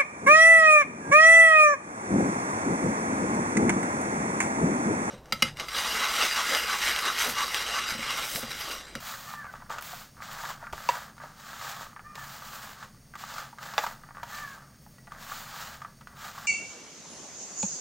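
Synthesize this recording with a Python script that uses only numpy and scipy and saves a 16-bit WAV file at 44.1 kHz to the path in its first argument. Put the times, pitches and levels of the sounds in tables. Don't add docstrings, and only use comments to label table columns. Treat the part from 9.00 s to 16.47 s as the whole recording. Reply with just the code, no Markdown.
import sys
import numpy as np
from scipy import signal
from scipy.fft import rfft, irfft
from scipy.io import wavfile

SR = 44100
rng = np.random.default_rng(int(sys.argv[2]) if len(sys.argv) > 2 else 0)


def to_wav(sig):
    pcm = np.clip(np.atleast_2d(sig), -1, 1) * 32767
    pcm = np.round(pcm).astype(np.int16)
    wavfile.write(sys.argv[1], SR, pcm.T)


N = 329423
BLOW_TIME = np.arange(6000) / SR


def amp(db):
    return 10 ** (np.asarray(db) / 20)


def unit(x):
    return x / np.sqrt(np.mean(x ** 2) + 1e-20)


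def topped(x):
    return x / abs(x).max()


def read(points, hz):
    f, value = np.transpose(points)
    return np.interp(np.log(hz + 1), np.log(f + 1), value)


def add(mix, s, sound):
    part = mix[round(s * SR):][:len(sound)]
    part += sound[:len(part)]


def colour(x, points, size=2048):
    log_gain = np.log(amp(read(points, abs(np.fft.fftfreq(size, 1 / SR)))))
    minimum_phase = np.exp(signal.hilbert(log_gain).conj())
    impulse = np.fft.ifft(minimum_phase).real[:size // 2]
    return signal.oaconvolve(x, impulse)[:len(x)]


def wander(rate_hz):
    hz = np.fft.rfftfreq(N, 1 / SR)
    spectrum = rfft(rng.standard_normal(N)) / (1 + (hz / rate_hz) ** 4)
    return unit(irfft(spectrum, N))


def slips(per_s, spread_db, clump_db, clump_hz):
    size = amp(spread_db * np.minimum(rng.exponential(1, N), 4)) * rng.choice([-1, 1], N)
    happens = rng.random(N) < per_s / SR
    return size * happens * amp(clump_db * wander(clump_hz))


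def mode(hz, t60):
    return np.sin(2 * np.pi * hz * BLOW_TIME) * amp(-60 * BLOW_TIME / t60)


def radiate(x, low_hz, order=4):
    return signal.sosfilt(signal.butter(order, low_hz, "high", fs=SR, output="sos"), x)


# pitch in Hz, level in dB before the place of the blow counts, t60 in s.
BOWL = [(485, -9.5, 0.13), (607.7, -7, 0.097), (697, -10.5, 0.088), (910, -7, 0.064), (937, -12, 0.11),
        (1082, -46, 0.052), (1181, 1, 0.04), (1258, -5, 0.056), (1419, 2.5, 0.054), (1564, -1.5, 0.061),
        (1684, 5, 0.026), (1930, -4, 0.1), (2400, -42, 0.046), (2920, -20, 0.014), (3528, 3.5, 0.02),
        (4720, -3, 0.028), (5070, -32, .05), (5785, -7.5, 0.041)]


def wall(spot_hz, focus_db, uneven_db):
    chance = rng.standard_normal(len(BOWL))
    ringing = 0
    for luck, (hz, db, t60) in zip(chance, BOWL):
        off_spot_db = focus_db * np.log2(hz / spot_hz) ** 2
        ringing = ringing + amp(db - off_spot_db + uneven_db * luck) * mode(hz, t60)
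    return topped(radiate(ringing, low_hz=438))


# frequency in Hz, relative level in dB per Hz.
CRACK = [(300, -6.5), (1200, 6.5), (2600, 0.5), (4000, -3), (5200, -5), (7500, -6.5), (9000, -21),
         (11000, -20.5), (16000, -11)]


def crack(decay_s, tone):
    burst = rng.standard_normal(len(BLOW_TIME)) * np.exp(-BLOW_TIME / decay_s)
    return topped(colour(burst, tone))


# frequency in Hz, relative level in dB per Hz.
HUM = [(12, -38), (20, 7), (47, -18.5), (63, 1.5), (78, -11), (87, -7), (135, 2), (177, -4.5), (219, -2.5),
       (302, -17.5), (340, -22), (440, -46), (750, -120)]
HISS = [(200, 17), (380, 15), (600, 16), (1200, 2.5), (2000, 9), (3500, -4), (8000, -1.5), (11000, -4.5),
        (13500, -1), (15500, 4.5)]
# centre in Hz, width in Hz, height in dB.
HISS_BUMPS = [(4600, 430, 15.2), (5530, 380, 15.2), (6480, 340, 16.4), (9200, 1030, 12.3)]
HUM_DB, HISS_DB = -55, -60


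def background():
    hz = np.fft.rfftfreq(N, 1 / SR)
    bumps = sum(db * np.exp(-((hz - f) / width) ** 2) for f, width, db in HISS_BUMPS)

    def shaped_noise(db):
        return unit(irfft(rfft(rng.standard_normal(N)) * amp(db), N))

    hum = shaped_noise(read(HUM, hz))
    hiss = shaped_noise(read(HISS, hz) + bumps)
    return amp(HUM_DB) * hum + amp(HISS_DB) * hiss


# frequency in Hz, t60 in s.
KITCHEN = [(200, 0.46), (1200, 0.33), (4000, 0.24), (14000, 0.084)]


def room(x, size=16384):
    hz, t, z = signal.stft(rng.standard_normal(size), SR, nperseg=256)
    decay = amp(-60 * t / read(KITCHEN, hz)[:, None])
    build_up = np.clip(t / 0.0063, 0, 1)
    tail = signal.istft(z * decay * build_up, SR, nperseg=256)[1]
    return signal.fftconvolve(x, tail / np.linalg.norm(tail))[:N]


# start in seconds, length in s, top pitch in Hz, place of the top 0-1,
# share by which the pitch sags to the end, level in dB ahead of the throat, fade to the end in dB.
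CAWS = [(0.255, 0.27, 602, .2, .19, -43, 5.5), (3.038, .25, 607, 0.25, .12, -45.5, 2),
        (5.305, .27, 592.3, .18, 0.14, -42, 4)]
# frequency in Hz, gain in dB.
THROAT = [(1000, -18), (1130, -7), (1205, 2), (1400, -14), (1560, 4), (1660, -6.5), (1725, 3.5),
          (1810, -7.5), (2050, -13), (2400, -20)]
CAW_RASP = (0.2, 0.43)
CAW_JITTER = (0.0086, 0.022)
CAW_SCOOP = 0.0494
CAW_RISE_S, CAW_FALL_S = 0.029, 0.028


def crow():
    out = np.zeros(N)
    for s, length, top_hz, top, sag, db, fade_db in CAWS:
        t = np.arange(0, length, 1 / SR)
        u = t / length
        scoop = CAW_SCOOP * (1 - u / top) ** 2
        droop = sag * ((u - top) / (1 - top)) ** 2
        hz = top_hz * (1 - np.where(u < top, scoop, droop))
        waver = 1 + np.interp(u, [0, 1], CAW_JITTER) * wander(153)[:len(t)]
        phase = 2 * np.pi * np.cumsum(hz * waver) / SR
        voice = sum(amp(read(THROAT, k * hz)) * np.sin(k * phase) for k in (2, 3, 4))
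        rasp = 1 + np.interp(u, [0, 1], CAW_RASP) * wander(140)[:len(t)]
        edges = np.minimum(t / CAW_RISE_S, 1) * np.minimum((length - t) / CAW_FALL_S, 1)
        add(out, s, amp(db - fade_db * u ** 2) * voice * rasp * edges)
    return out


CRUMBS_PER_S, CRUMBS_DB = 22, -66.5
CRUMB_CRACK_DB = -3.5


def crumbs():
    ticks = np.zeros(N)
    for hz in (1100, 1550):
        drops = slips(per_s=CRUMBS_PER_S / 2, spread_db=4.5, clump_db=5.5, clump_hz=4.4)
        ring = wall(hz, focus_db=31, uneven_db=-7.0)
        tick = ring + amp(CRUMB_CRACK_DB) * crack(decay_s=0.0025, tone=CRACK)
        ticks += signal.oaconvolve(drops, tick)[:N]
    return amp(CRUMBS_DB) * unit(ticks)


# start in seconds, level in dB, pitch in Hz, t60 in s.
THUDS = [(1.729, -33.5, 64, 0.063)]


def thuds():
    out = np.zeros(N)
    for s, db, hz, t60 in THUDS:
        shove = rng.standard_normal(len(BLOW_TIME)) * np.exp(-BLOW_TIME / 0.0049)
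        dull = topped(colour(shove, [(100, -20), (400, 9.5), (1200, -18)]))
        add(out, s, amp(db) * (mode(hz, t60) + 0.66 * dull))
    return out


# start in seconds, level in dB before a common trim,
# thin fizz in dB against the crack before a common lift.
SNAPS = [(0.5282, -36.5, -15), (0.6972, -28, -20), (0.8104, -30.5, -5), (0.8232, -27, -4.5),
         (1.3307, -33.5, -3), (1.727, -25.5, -27), (3.1544, -26.5, -22), (4.34, -25.5, -27),
         (4.6284, -24.5, -20), (5.2328, -29, -11)]


def snaps():
    out = np.zeros(N)
    for s, db, fizz_db in SNAPS:
        snap = crack(decay_s=0.0059, tone=CRACK)
        fizz = crack(decay_s=0.0035, tone=FIZZ)
        add(out, s, amp(db - 4.5) * (snap + amp(fizz_db + 7) * fizz))
    return out


# start in seconds, level in dB before a common trim,
# ring of the struck spot in Hz, crack in dB against the ring before a common lift,
# skid after the first touch 0-1.
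TAPS = [(0.139, -26.5, 1480, -6, 1), (0.338, -24.5, 1064, -24, 0.3), (0.453, -30, 1390, -24, .6),
        (0.557, -39, 1140, -15, .5), (0.622, -31, 1010, -32, 0.13), (0.784, -22, 1300, -6, 0.06),
        (0.931, -32, 740, -23, 0.4), (1.204, -30, 1210, -31, .5), (1.222, -25, 1540, -14, .8),
        (1.436, -24.5, 1110, -17, 0.7), (1.452, -23.5, 1710, -8, 0.6), (1.503, -22.5, 1090, -5, 0.1),
        (1.627, -30.5, 865, -24, 0.55), (1.64, -30.5, 1430, -16, .6), (1.669, -25.5, 1370, -34, .55),
        (1.732, -22, 895, -8, 0.16), (1.953, -24, 1640, -18, .7), (2.18, -34.5, 1370, -8, 0.64),
        (2.201, -31.5, 1210, -25, 0.8), (2.217, -33, 1620, -20, 0.4), (2.236, -30, 807, -22, 0.7),
        (2.613, -27, 1230, -21, 0.4), (2.931, -39, 1250, -12, 0.5), (2.963, -29, 1230, -22, 0.83),
        (2.994, -28.5, 1390, -36, 0.5), (3.18, -30, 1270, -25, .8), (3.827, -29, 1220, -12, 0.6),
        (4.138, -31.5, 1550, -20, 0.6), (4.154, -28, 1220, -6.5, 0.8), (4.238, -23.5, 1250, -29, 0.7),
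        (4.382, -22, 1346, -16, 0.8), (4.529, -34.5, 910, -26, 0.66), (4.585, -30.5, 1250, -5, 1),
        (4.737, -31, 1140, 0.5, 0.9), (4.8385, -18.5, 960, -6.5, .35), (4.865, -18, 1143, -7.5, 1),
        (5.036, -33.5, 1230, -30, 0.66), (5.089, -33, 1180, -24, 0.5), (5.108, -32, 1210, -28, 0.6),
        (5.149, -33.5, 1430, -29, 0.56), (5.199, -35, 1530, -24, .6), (5.231, -24, 900, -5, 0.44),
        (5.864, -41.5, 865, -24, 0.8), (6.076, -38, 888, -15, 0.64), (6.12, -27, 1210, -12, 0.2),
        (6.32, -24, 1420, -26, 0), (6.818, -28, 1250, -11, 0.9), (6.848, -26, 1260, -30, 0.63),
        (7.01, -37.5, 1260, -5, 1), (7.072, -27.5, 1480, -12, 0), (7.378, -29, 1160, -23, .8)]
PAD_HZ = 2600


def taps():
    out = np.zeros(N)
    for s, db, hz, crack_db, skid in TAPS:
        touch = 0.15 * skid * rng.standard_normal(len(BLOW_TIME)) * np.exp(-BLOW_TIME / 0.0061)
        touch[0] = 1
        touch = signal.sosfilt(signal.butter(2, PAD_HZ, fs=SR, output="sos"), touch)
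        spot = mode(hz, t60=.024)
        body = wall(hz, focus_db=24, uneven_db=2.5) + .9 * spot
        driven = signal.fftconvolve(body, touch)[:len(touch)]
        ring = topped(radiate(driven, low_hz=435))
        add(out, s, amp(db) * (ring + amp(crack_db + 1.0) * crack(decay_s=0.0088, tone=CRACK)))
    return amp(-3.0) * out


# start in seconds, peak of the ringing body in dB, ring in Hz,
# ring in dB against the wall modes, buzz in dB against the ring, then crack in dB and boom of the base
# in dB against the body, rebound after s, rebound in dB against the body.
KNOCKS = [(1.889, -10.5, 962, 17, -22, -5, -14.5, 0.0072, -10.5),
          (4.7800, -12.5, 870, 1.5, -42, -0.5, -24, .006, -4)]
BOOM_HZ, BOOM_T60_S = 539, 0.034


def knocks():
    out = np.zeros(N)
    for s, db, hz, ring_db, buzz_db, crack_db, boom_db, rebound_s, rebound_db in KNOCKS:
        ring = mode(hz, t60=.027) * (1 - np.exp(-BLOW_TIME / .002))
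        buzz = mode(2.83 * hz, t60=0.046) + 0.6 * mode(4.77 * hz, t60=0.027)
        modes = wall(hz, focus_db=0, uneven_db=.5)
        body = modes + amp(ring_db) * (ring + amp(buzz_db) * buzz)
        snap = crack(decay_s=0.0011, tone=CRACK) + 0.45 * crack(decay_s=0.019, tone=CRACK)
        boom = topped(radiate(mode(BOOM_HZ, BOOM_T60_S), low_hz=394))
        rebound = topped(radiate(modes + ring, low_hz=425))
        add(out, s, amp(db) * topped(radiate(body, low_hz=460)))
        add(out, s, amp(db + crack_db) * snap)
        add(out, s, amp(db + boom_db) * boom)
        add(out, s + rebound_s, amp(db + rebound_db) * rebound)
    return out


RELEASE_DB_PER_S = 217


def push(attack_s, length, crest, swell_db):
    t = np.arange(0, length + .3, 1 / SR)
    crest_s = np.clip(crest, .05, .95) * length
    effort_db = np.interp(t, [0, crest_s, length], [-swell_db, 0, -swell_db])
    release_db = RELEASE_DB_PER_S * np.maximum(t - length, 0)
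    return np.minimum(t / attack_s, 1) * amp(effort_db - release_db)


# start in seconds, attack in s, length in s,
# place of the hardest push 0-1, swell up to it in dB, then rustle, rubbing on the bowl and fine fizz,
# in dB before the trim of each layer.
STROKES = [(0.0, 0.0033, 0.2, 0.4, 5.5, -42.5, -41, -46.5), (0.181, 0.026, 0.16, 0.8, 1.5, -48, -47, -52.5),
           (0.688, 0.019, 0.1, 0.35, 9, -45, -35, -56), (0.804, 0.035, 0.22, 0.2, 5, -44.5, -45, -48),
           (1.205, 0.019, 0.074, 0.4, 3.5, -46.5, -43, -56),
           (1.277, 0.041, 0.26, 0.85, 9.5, -41.5, -36.5, -49), (1.733, .015, 0.31, 0.71, 8, -44, -39, -51),
           (2.202, .03, 0.17, 0.2, -4, -66.5, -63, -76), (2.346, 0.056, 0.44, 0.83, 13.5, -42.5, -38, -50),
           (2.72, 0.026, 0.13, 0.83, 5, -47, -42, -54), (3.144, 0.048, 0.32, .62, 0.5, -49.5, -46.5, -54.5),
           (3.44, 0.038, 0.29, 0.4, 3.5, -48.5, -45.5, -53), (3.723, 0.045, 0.13, 1, 8, -51.5, -44.5, -64),
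           (4.162, 0.033, 0.13, 0.35, 4, -46, -46, -54.5),
           (4.266, 0.016, 0.19, 0.63, 7.5, -44.5, -39.5, -53.5), (4.592, 0.053, 0.2, 0, 6, -45, -37.5, -52),
           (4.771, 0.0089, 0.15, 0.44, 7, -44, -36, -49.5),
           (5.218, 0.08, 0.33, 0.41, 9.5, -46, -44.5, -52.5), (5.76, 0.046, 0.19, .8, 9, -79, -80, -64),
           (6.159, 0.066, 0.32, 0.65, 4.5, -46, -44, -50.5), (6.459, .03, 0.29, 0.53, 7, -44, -40.5, -51),
           (7.145, 0.065, 0.37, 0.29, 5, -47.5, -44, -55)]
# start in seconds, length in s, level in dB.
KNEADS = [(0.36, 0.18, -50), (0.516, 0.13, -54), (1.156, 0.043, -54), (1.545, 0.15, -50.5),
          (2.038, 0.075, -52.5), (2.197, 0.082, -46.5), (2.88, 0.36, -61), (4.95, 0.13, -58),
          (5.132, 0.16, -50.5), (5.51, 0.13, -53), (5.65, 0.12, -67), (6.098, 0.063, -47.5),
          (6.784, 0.075, -52.5), (7.075, 0.12, -58)]
KNEAD_DB = (-13.5, 1.5, -21.5)
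RESTING_DB = (-70, -74, -74)
KNEAD_ATTACK_S, KNEAD_CREST, KNEAD_SWELL_DB = .025, 0.56, 0.5
UNEVEN_DB, UNEVEN_HZ = 0.98, 12


def hand():
    moves = []
    for s, attack_s, length, crest, swell_db, *levels in STROKES:
        moves.append((s, push(attack_s, length, crest, swell_db), levels))
    for s, length, db in KNEADS:
        shape = push(KNEAD_ATTACK_S, length, KNEAD_CREST, KNEAD_SWELL_DB)
        moves.append((s, shape, np.add(db, KNEAD_DB)))
    power = np.outer(amp(RESTING_DB) ** 2, np.ones(N))
    for s, shape, levels in moves:
        for layer, db in zip(power, levels):
            add(layer, s, (amp(db) * shape) ** 2)
    return 10 * np.log10(power) + UNEVEN_DB * wander(UNEVEN_HZ)


# frequency in Hz, relative level in dB per Hz.
RUB = [(150, -23.5), (350, -37), (500, -13.5), (700, -7.5), (880, -5.5), (1030, -9.5), (1200, 1),
       (1400, -4), (1700, -5), (2000, -13.5), (2500, -29.5), (4000, -42.5)]
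RUSTLE = [(300, -32.5), (900, 2.5), (2000, 1.5), (2600, -0.5), (3200, 1), (4500, 1), (5600, -2), (7200, -1),
          (8400, -9.5), (10500, -35.5), (16000, -16)]
FIZZ = [(3000, -56), (7000, -14), (9000, -11), (11000, -10), (12500, -8), (14000, -3.5), (15500, -3.5),
        (17000, -5)]


def sweeps():
    rustle_db, rub_db, fizz_db = hand()
    dragging = slips(per_s=2200, spread_db=-0.5, clump_db=1.5, clump_hz=54)
    sliding = slips(per_s=7000, spread_db=-1.0, clump_db=0.63, clump_hz=70)
    parting = slips(per_s=9800, spread_db=-3.0, clump_db=0.6, clump_hz=60)
    flicks = np.zeros(N)
    for hz in (950, 1250, 1650):
        catches = slips(per_s=45, spread_db=5.5, clump_db=2.0, clump_hz=22)
        ring = wall(hz, focus_db=25.5, uneven_db=-4)
        flicks += unit(signal.oaconvolve(catches, ring)[:N])
    breaks = slips(per_s=130, spread_db=3.5, clump_db=7, clump_hz=11)
    crackle = signal.oaconvolve(breaks, crack(decay_s=0.0047, tone=CRACK))[:N]
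    kneading = np.clip((rub_db - rustle_db) / 26, .15, .65)
    rubbing = np.sqrt(1 - kneading) * unit(colour(dragging, RUB)) + np.sqrt(kneading) * unit(flicks)
    rustling = amp(0.6) * unit(colour(sliding, RUSTLE)) + amp(-11.5) * unit(crackle)
    fizzing = unit(colour(parting + 0.69 * sliding, FIZZ))
    return amp(rub_db - 1.5) * rubbing + amp(rustle_db) * rustling + amp(fizz_db + 3.0) * fizzing


def scene():
    blows = taps() + snaps() + knocks() + thuds()
    mixing = sweeps() + crumbs()
    bird = crow()
    echo = room(amp(-19) * blows + amp(-17) * mixing + amp(-13) * bird)
    mono = blows + mixing + bird + echo + background()
    return np.array([mono, mono])


EDGE_HZ = 15900


def record(dry):
    low_pass = signal.firwin(511, EDGE_HZ, window=("kaiser", 9), fs=SR)
    return signal.oaconvolve(dry, low_pass[None], "same")


dry = scene()
out = record(dry)
to_wav(out)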